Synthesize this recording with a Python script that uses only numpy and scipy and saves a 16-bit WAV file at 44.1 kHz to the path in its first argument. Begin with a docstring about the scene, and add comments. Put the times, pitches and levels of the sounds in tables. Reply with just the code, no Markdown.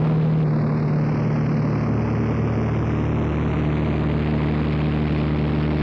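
"""Inside the cabin of a light propeller plane in level flight, on an old camcorder's single microphone.
Propeller and exhaust tones boom under the rush of the slipstream; the scene changes near the start, leaving the
drone a little lower in pitch, and its balance shifts as the microphone moves among the cabin's standing waves.
The tones overload the microphone, so the hiss is chopped at every pressure crest. From the step on, a skewed
tape head dulls the treble and draws a slowly rising notch through it."""
import sys
import numpy as np
from scipy import signal
from scipy.fft import rfft, irfft, next_fast_len
from scipy.io import wavfile
from scipy.ndimage import map_coordinates

SR = 44100
rng = np.random.default_rng(int(sys.argv[2]) if len(sys.argv) > 2 else 0)


def dump_mix(stems):
    """Bounce the given channels to the path in sys.argv[1] as a 16-bit WAV at rate SR."""
    frames = np.atleast_2d(stems).T  # one column per channel
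    limited = np.clip(frames, -1, 1)  # hard clip at full scale
    pcm = np.round(limited * 32767).astype(np.int16)
    wavfile.write(sys.argv[1], SR, pcm)


N = 256662

# Spots in the cabin where the microphone rests. Each row: arrival and departure in seconds, then levels
# in dB of the blade rate, exhaust firing, two, three and four times the blade rate, fifth and seventh
# engine orders, exhaust rasp, growl, buffeting, rush and hiss.
MIC_SPOTS = [(0, 0.431, -30, -28, -16, -30, -51.5, -32, -60, -56, -41.5, -28.5, -34, -38.5),
             (0.501, 1.0, -36.5, -30, -19, -27, -54, -35, -46, -55.5, -43.5, -24.5, -30, -36),
             (1.22, 1.552, -36.5, -25, -20.5, -27.5, -49, -38, -38, -51.5, -43.5, -24, -30, -35),
             (2.101, 2.567, -22.5, -19, -31, -27, -34.5, -29.5, -37, -50, -43, -23, -29, -35.5),
             (2.824, 3.0, -18, -19, -26.5, -28, -30, -45, -41, -35.5, -42.5, -25.3, -30, -35),
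             (3.352, 3.9, -16, -24.5, -20, -24, -37, -53, -47.5, -38.5, -42, -24.5, -29, -35),
             (4.607, 5.82, -16, -30, -19, -23.5, -43, -43.5, -53, -44, -43.5, -25, -30, -34)]
# Growl of the uneven cylinders. Each row: frequency in Hz, relative level of a line there in dB.
GROWL_SPECTRUM = [(38, -8.5), (57, 13), (95, -14), (135, 2.5), (190, 6), (265, -6), (340, -6.5), (430, -4),
                  (550, -10.5), (800, -28)]
# Slipstream from inside: low buffeting, mid rush, high hiss. Each row: frequency in Hz, relative dB.
BUFFET_SPECTRUM = [(25, -29), (50, -6), (100, 1), (180, 3), (260, 0.5), (400, -11.5), (700, -34),
                   (1500, -62.5)]
RUSH_SPECTRUM = [(150, -21), (350, 1.5), (500, -4), (800, -7), (1150, -4.5), (1600, -16.5), (2500, -15),
                 (5000, -46)]
HISS_SPECTRUM = [(600, -30.5), (1400, -3), (2200, 4), (2800, 0), (3600, -6.5), (5000, -13.5), (6000, -18),
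                 (7200, -36), (12000, -52.5)]
# Creep of the head's skew after the step. Each row: time in seconds, lowest cancelled frequency in Hz.
SKEW_NOTCH = [(.44, 3040), (.8, 3160), (1.05, 3510), (1.17, 3520), (1.27, 3830), (1.62, 3480), (2.15, 3800),
              (2.35, 3990), (2.62, 4000), (3.1, 4530), (3.5, 4970), (4.1, 5670), (5.82, 6180)]
# The tape's response throughout, and its treble loss before the step. Each row: frequency in Hz, gain in dB.
TAPE_RESPONSE = [(100, 1), (3000, 0), (5500, 10), (7200, 5), (9000, 0), (14000, -1)]
EARLY_TREBLE_LOSS = [(1000, 0), (3000, -7), (4000, -9), (5000, -14.5), (6000, -22), (8000, -12.5)]
# Mismatch of the two channels. Each row: frequency in Hz, left minus right in dB.
CHANNEL_BALANCE = [(300, 0), (700, -.45), (1400, -1.2), (2800, -1.1), (5000, -.4)]
# Faint hiss, separate in each channel, and playback hiss, the same in both.
# Each row: frequency in Hz, relative level in dB.
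CHANNEL_HISS = [(150, -37.5), (600, -2.5), (1500, -1.5), (3000, -3), (5500, -4), (8000, -13), (13000, -18)]
PLAYBACK_HISS_SPECTRUM = [(3000, -8), (5000, -4), (6200, 0), (7200, -5), (8500, -18), (13000, -28)]

EARLY_SHAFT_HZ, CRUISE_SHAFT_HZ = 39.2, 37.69   # crankshaft turns a second before and after the step
STEP_S, STEP_GLIDE_S = .44, .058
SWELL_S, SWELL_WIDTH_S, SWELL_DB = .076, .08, 7.5   # the rush swells briefly at the start
OVERTONE_WAVER_DB, HISS_FLUTTER_DB = 1.5, .9
EARLY_OVERLOAD, CRUISE_OVERLOAD = .16, .15   # pressure at which the input flattens, before and after
CHANNEL_HISS_DB, PLAYBACK_HISS_DB = -53.5, -72


def propeller(shaft, first_db, second_db, third_db, fourth_db):
    """Two blades make a sawtooth of pressure whose upper harmonics are less steady."""
    blade = 2 * shaft
    # the cabin turns the third harmonic a quarter cycle back, the fourth a quarter on
    third = tone(3 * blade - np.pi / 2, third_db, waver_db=1.03)
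    fourth = tone(4 * blade + np.pi / 2, fourth_db, OVERTONE_WAVER_DB)
    return tone(blade, first_db) + tone(2 * blade, second_db) + third + fourth


def exhaust(shaft, firing_db, fifth_db, seventh_db, rasp_db):
    """Six cylinders fire three times a turn; the fifth and seventh orders beat against the firing."""
    firing = tone(3 * shaft + np.pi / 2, firing_db)   # crest at top dead centre
    # the firing's third and fourth harmonics rasp
    rasp = tone(9 * shaft + np.pi / 2, rasp_db, OVERTONE_WAVER_DB)
    rasp -= tone(12 * shaft, firing_db - 22.5, OVERTONE_WAVER_DB)
    return firing + rasp + tone(5 * shaft, fifth_db) + tone(7 * shaft, seventh_db, OVERTONE_WAVER_DB)


def slipstream(shaft, buffet_db, rush_db, hiss_db):
    """Turbulence shakes the cabin's skin and hisses along the window seals, throbbing with the blades."""
    swell_db = SWELL_DB * np.exp(-((np.arange(N) / SR - SWELL_S) / SWELL_WIDTH_S) ** 2)
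    rush = from_db(rush_db + swell_db) * noise(RUSH_SPECTRUM)
    hiss = from_db(hiss_db + HISS_FLUTTER_DB * drift(CRUISE_SHAFT_HZ)) * noise(HISS_SPECTRUM)
    buffet = from_db(buffet_db) * noise(BUFFET_SPECTRUM)
    throb = 1 + .2 * np.cos(shaft)   # once a turn, as the blades are unequal
    return buffet + throb * (rush + hiss)


def growl(shaft, level_db, waver_db=3.5, wander_rad=.07):
    """Unequal cylinders repeat every second turn and fill in weak, restless lines at the half orders."""
    orders = np.arange(2, 42) / 2
    phases = rng.uniform(0, 2 * np.pi, len(orders))
    lines = np.zeros(N)
    for order, phase in zip(orders, phases):
        angle = order * (shaft + wander_rad * drift(5)) + phase
        lines += tone(angle, level_db + at_hz(GROWL_SPECTRUM, order * CRUISE_SHAFT_HZ), waver_db)
    return lines


def levels_at_microphone():
    """Levels in dB along the microphone's path: held at each spot, gliding in pressure between spots."""
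    rests = [(s, *from_db(levels_db)) for arrives, leaves, *levels_db in MIC_SPOTS
             for s in (arrives, leaves)]
    return 20 * np.log10(in_time(rests))


def microphone(pressure, overload, hardness=8.4, vent_hz=22.1, low_cut_hz=114):
    """The overloaded input flattens every crest and is deaf to the hiss while it does."""
    vent = signal.butter(1, vent_hz, "high", fs=SR, output="sos")   # slow pressure leaks past the capsule
    low_cut = signal.butter(2, low_cut_hz, "high", fs=SR, output="sos")   # tilts the flat tops
    pressure = signal.sosfilt(vent, pressure)
    squashed = pressure / (1 + np.abs(pressure / overload) ** hardness) ** (1 / hardness)
    return signal.sosfilt(low_cut, squashed)


def skewed_head(track, notch_hz, strips=6):
    """Strips of the track are read slightly apart in time, cancelling one band and dulling all above."""
    across = (np.arange(strips)[:, None] + .5) / strips - .5
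    lag = SR / notch_hz * (1 + .016 * drift(20))   # the tape weaves on the head
    read_at = SR // 10 + np.arange(N) + across * lag
    return map_coordinates(track, [read_at], order=3).mean(axis=0)


def tape(x):
    """The tape is plainly dull up to the step; there the head's skew sets in at once, then creeps back."""
    track = signal.hilbert(mirrored(x)).imag   # magnetic playback turns every frequency a quarter cycle
    dull = coloured(track[SR // 10:][:N], EARLY_TREBLE_LOSS)
    notched = skewed_head(track, in_time(SKEW_NOTCH)[0])
    return coloured(stepped(dull, notched, fade_s=.003), TAPE_RESPONSE)


def tone(angle, level_db, waver_db=1.0):
    """A sine that wavers about a given rms level."""
    return np.sqrt(2) * from_db(level_db + waver_db * drift(12)) * np.sin(angle)


def noise(spectrum):
    """Noise of a given colour, rms 1."""
    size = next_fast_len(N)
    gain = from_db(at_hz(spectrum, np.fft.rfftfreq(size, 1 / SR)))
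    x = irfft(rfft(rng.standard_normal(size)) * gain, size)[:N]
    return x / np.sqrt(np.mean(x ** 2) + 1e-20)


def drift(rate_hz):
    """A random wander of spread about 1 that turns rate_hz times a second."""
    knots = rng.standard_normal(2000)
    return np.interp(np.arange(N) / SR * rate_hz, np.arange(len(knots)), knots)


def stepped(before, after, fade_s=STEP_GLIDE_S):
    """One value up to the step, then a quick fade to another."""
    done = np.clip((np.arange(N) / SR - STEP_S) / fade_s + .5, 0, 1)
    return before + done * (after - before)


def coloured(x, response, share=1):
    """Filter a sound by a smooth response, its dB scaled by share."""
    x = mirrored(x)
    gain = from_db(share * at_hz(response, np.fft.rfftfreq(len(x), 1 / SR)))
    return irfft(rfft(x) * gain, len(x))[SR // 10:][:N]


def mirrored(x):
    """Run a sound on past both ends, so that filters see no edge; it starts a tenth of a second in."""
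    lead = SR // 10
    return np.pad(x, (lead, next_fast_len(N + 2 * lead) - N - lead), "reflect")


def in_time(rows):
    """Each column of a timed table at every sample."""
    times_s, *columns = np.transpose(rows)
    return [np.interp(np.arange(N) / SR, times_s, column) for column in columns]


def at_hz(spectrum, hz):
    """Read a spectrum on a log-frequency axis."""
    known_hz, values = np.transpose(spectrum)
    return np.interp(np.log(np.maximum(hz, 1)), np.log(known_hz), values)


def from_db(db):
    """Decibels to gain."""
    return 10 ** (np.asarray(db) / 20)


def scene():
    """Cabin pressure at the single moving microphone, the same in both channels."""
    shaft = 2 * np.pi * np.cumsum(stepped(EARLY_SHAFT_HZ, CRUISE_SHAFT_HZ)) / SR   # angle in radians
    (first_db, firing_db, second_db, third_db, fourth_db, fifth_db, seventh_db,
     rasp_db, growl_db, buffet_db, rush_db, hiss_db) = levels_at_microphone()
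    cabin = exhaust(shaft, firing_db, fifth_db, seventh_db, rasp_db) + growl(shaft, growl_db)
    cabin += propeller(shaft, first_db, second_db, third_db, fourth_db)
    cabin += slipstream(shaft, buffet_db, rush_db, hiss_db)
    return np.array([cabin, cabin])


def record(dry):
    """One overloaded microphone feeds two slightly unequal, hissing tape channels; the top is cut off."""
    feed = microphone(dry.mean(axis=0), stepped(EARLY_OVERLOAD, CRUISE_OVERLOAD))
    tracks = []
    for share in (.5, -.5):   # left, right
        channel_hiss = from_db(CHANNEL_HISS_DB) * noise(CHANNEL_HISS)
        tracks.append(tape(coloured(feed, CHANNEL_BALANCE, share) + channel_hiss))
    played = np.array(tracks) + from_db(PLAYBACK_HISS_DB) * noise(PLAYBACK_HISS_SPECTRUM)
    high_cut = signal.cheby2(12, 70, 13800, fs=SR, output="sos")   # 70 dB down from 13.8 kHz
    return signal.sosfilt(high_cut, played)


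dry = scene()
out = record(dry)
dump_mix(out)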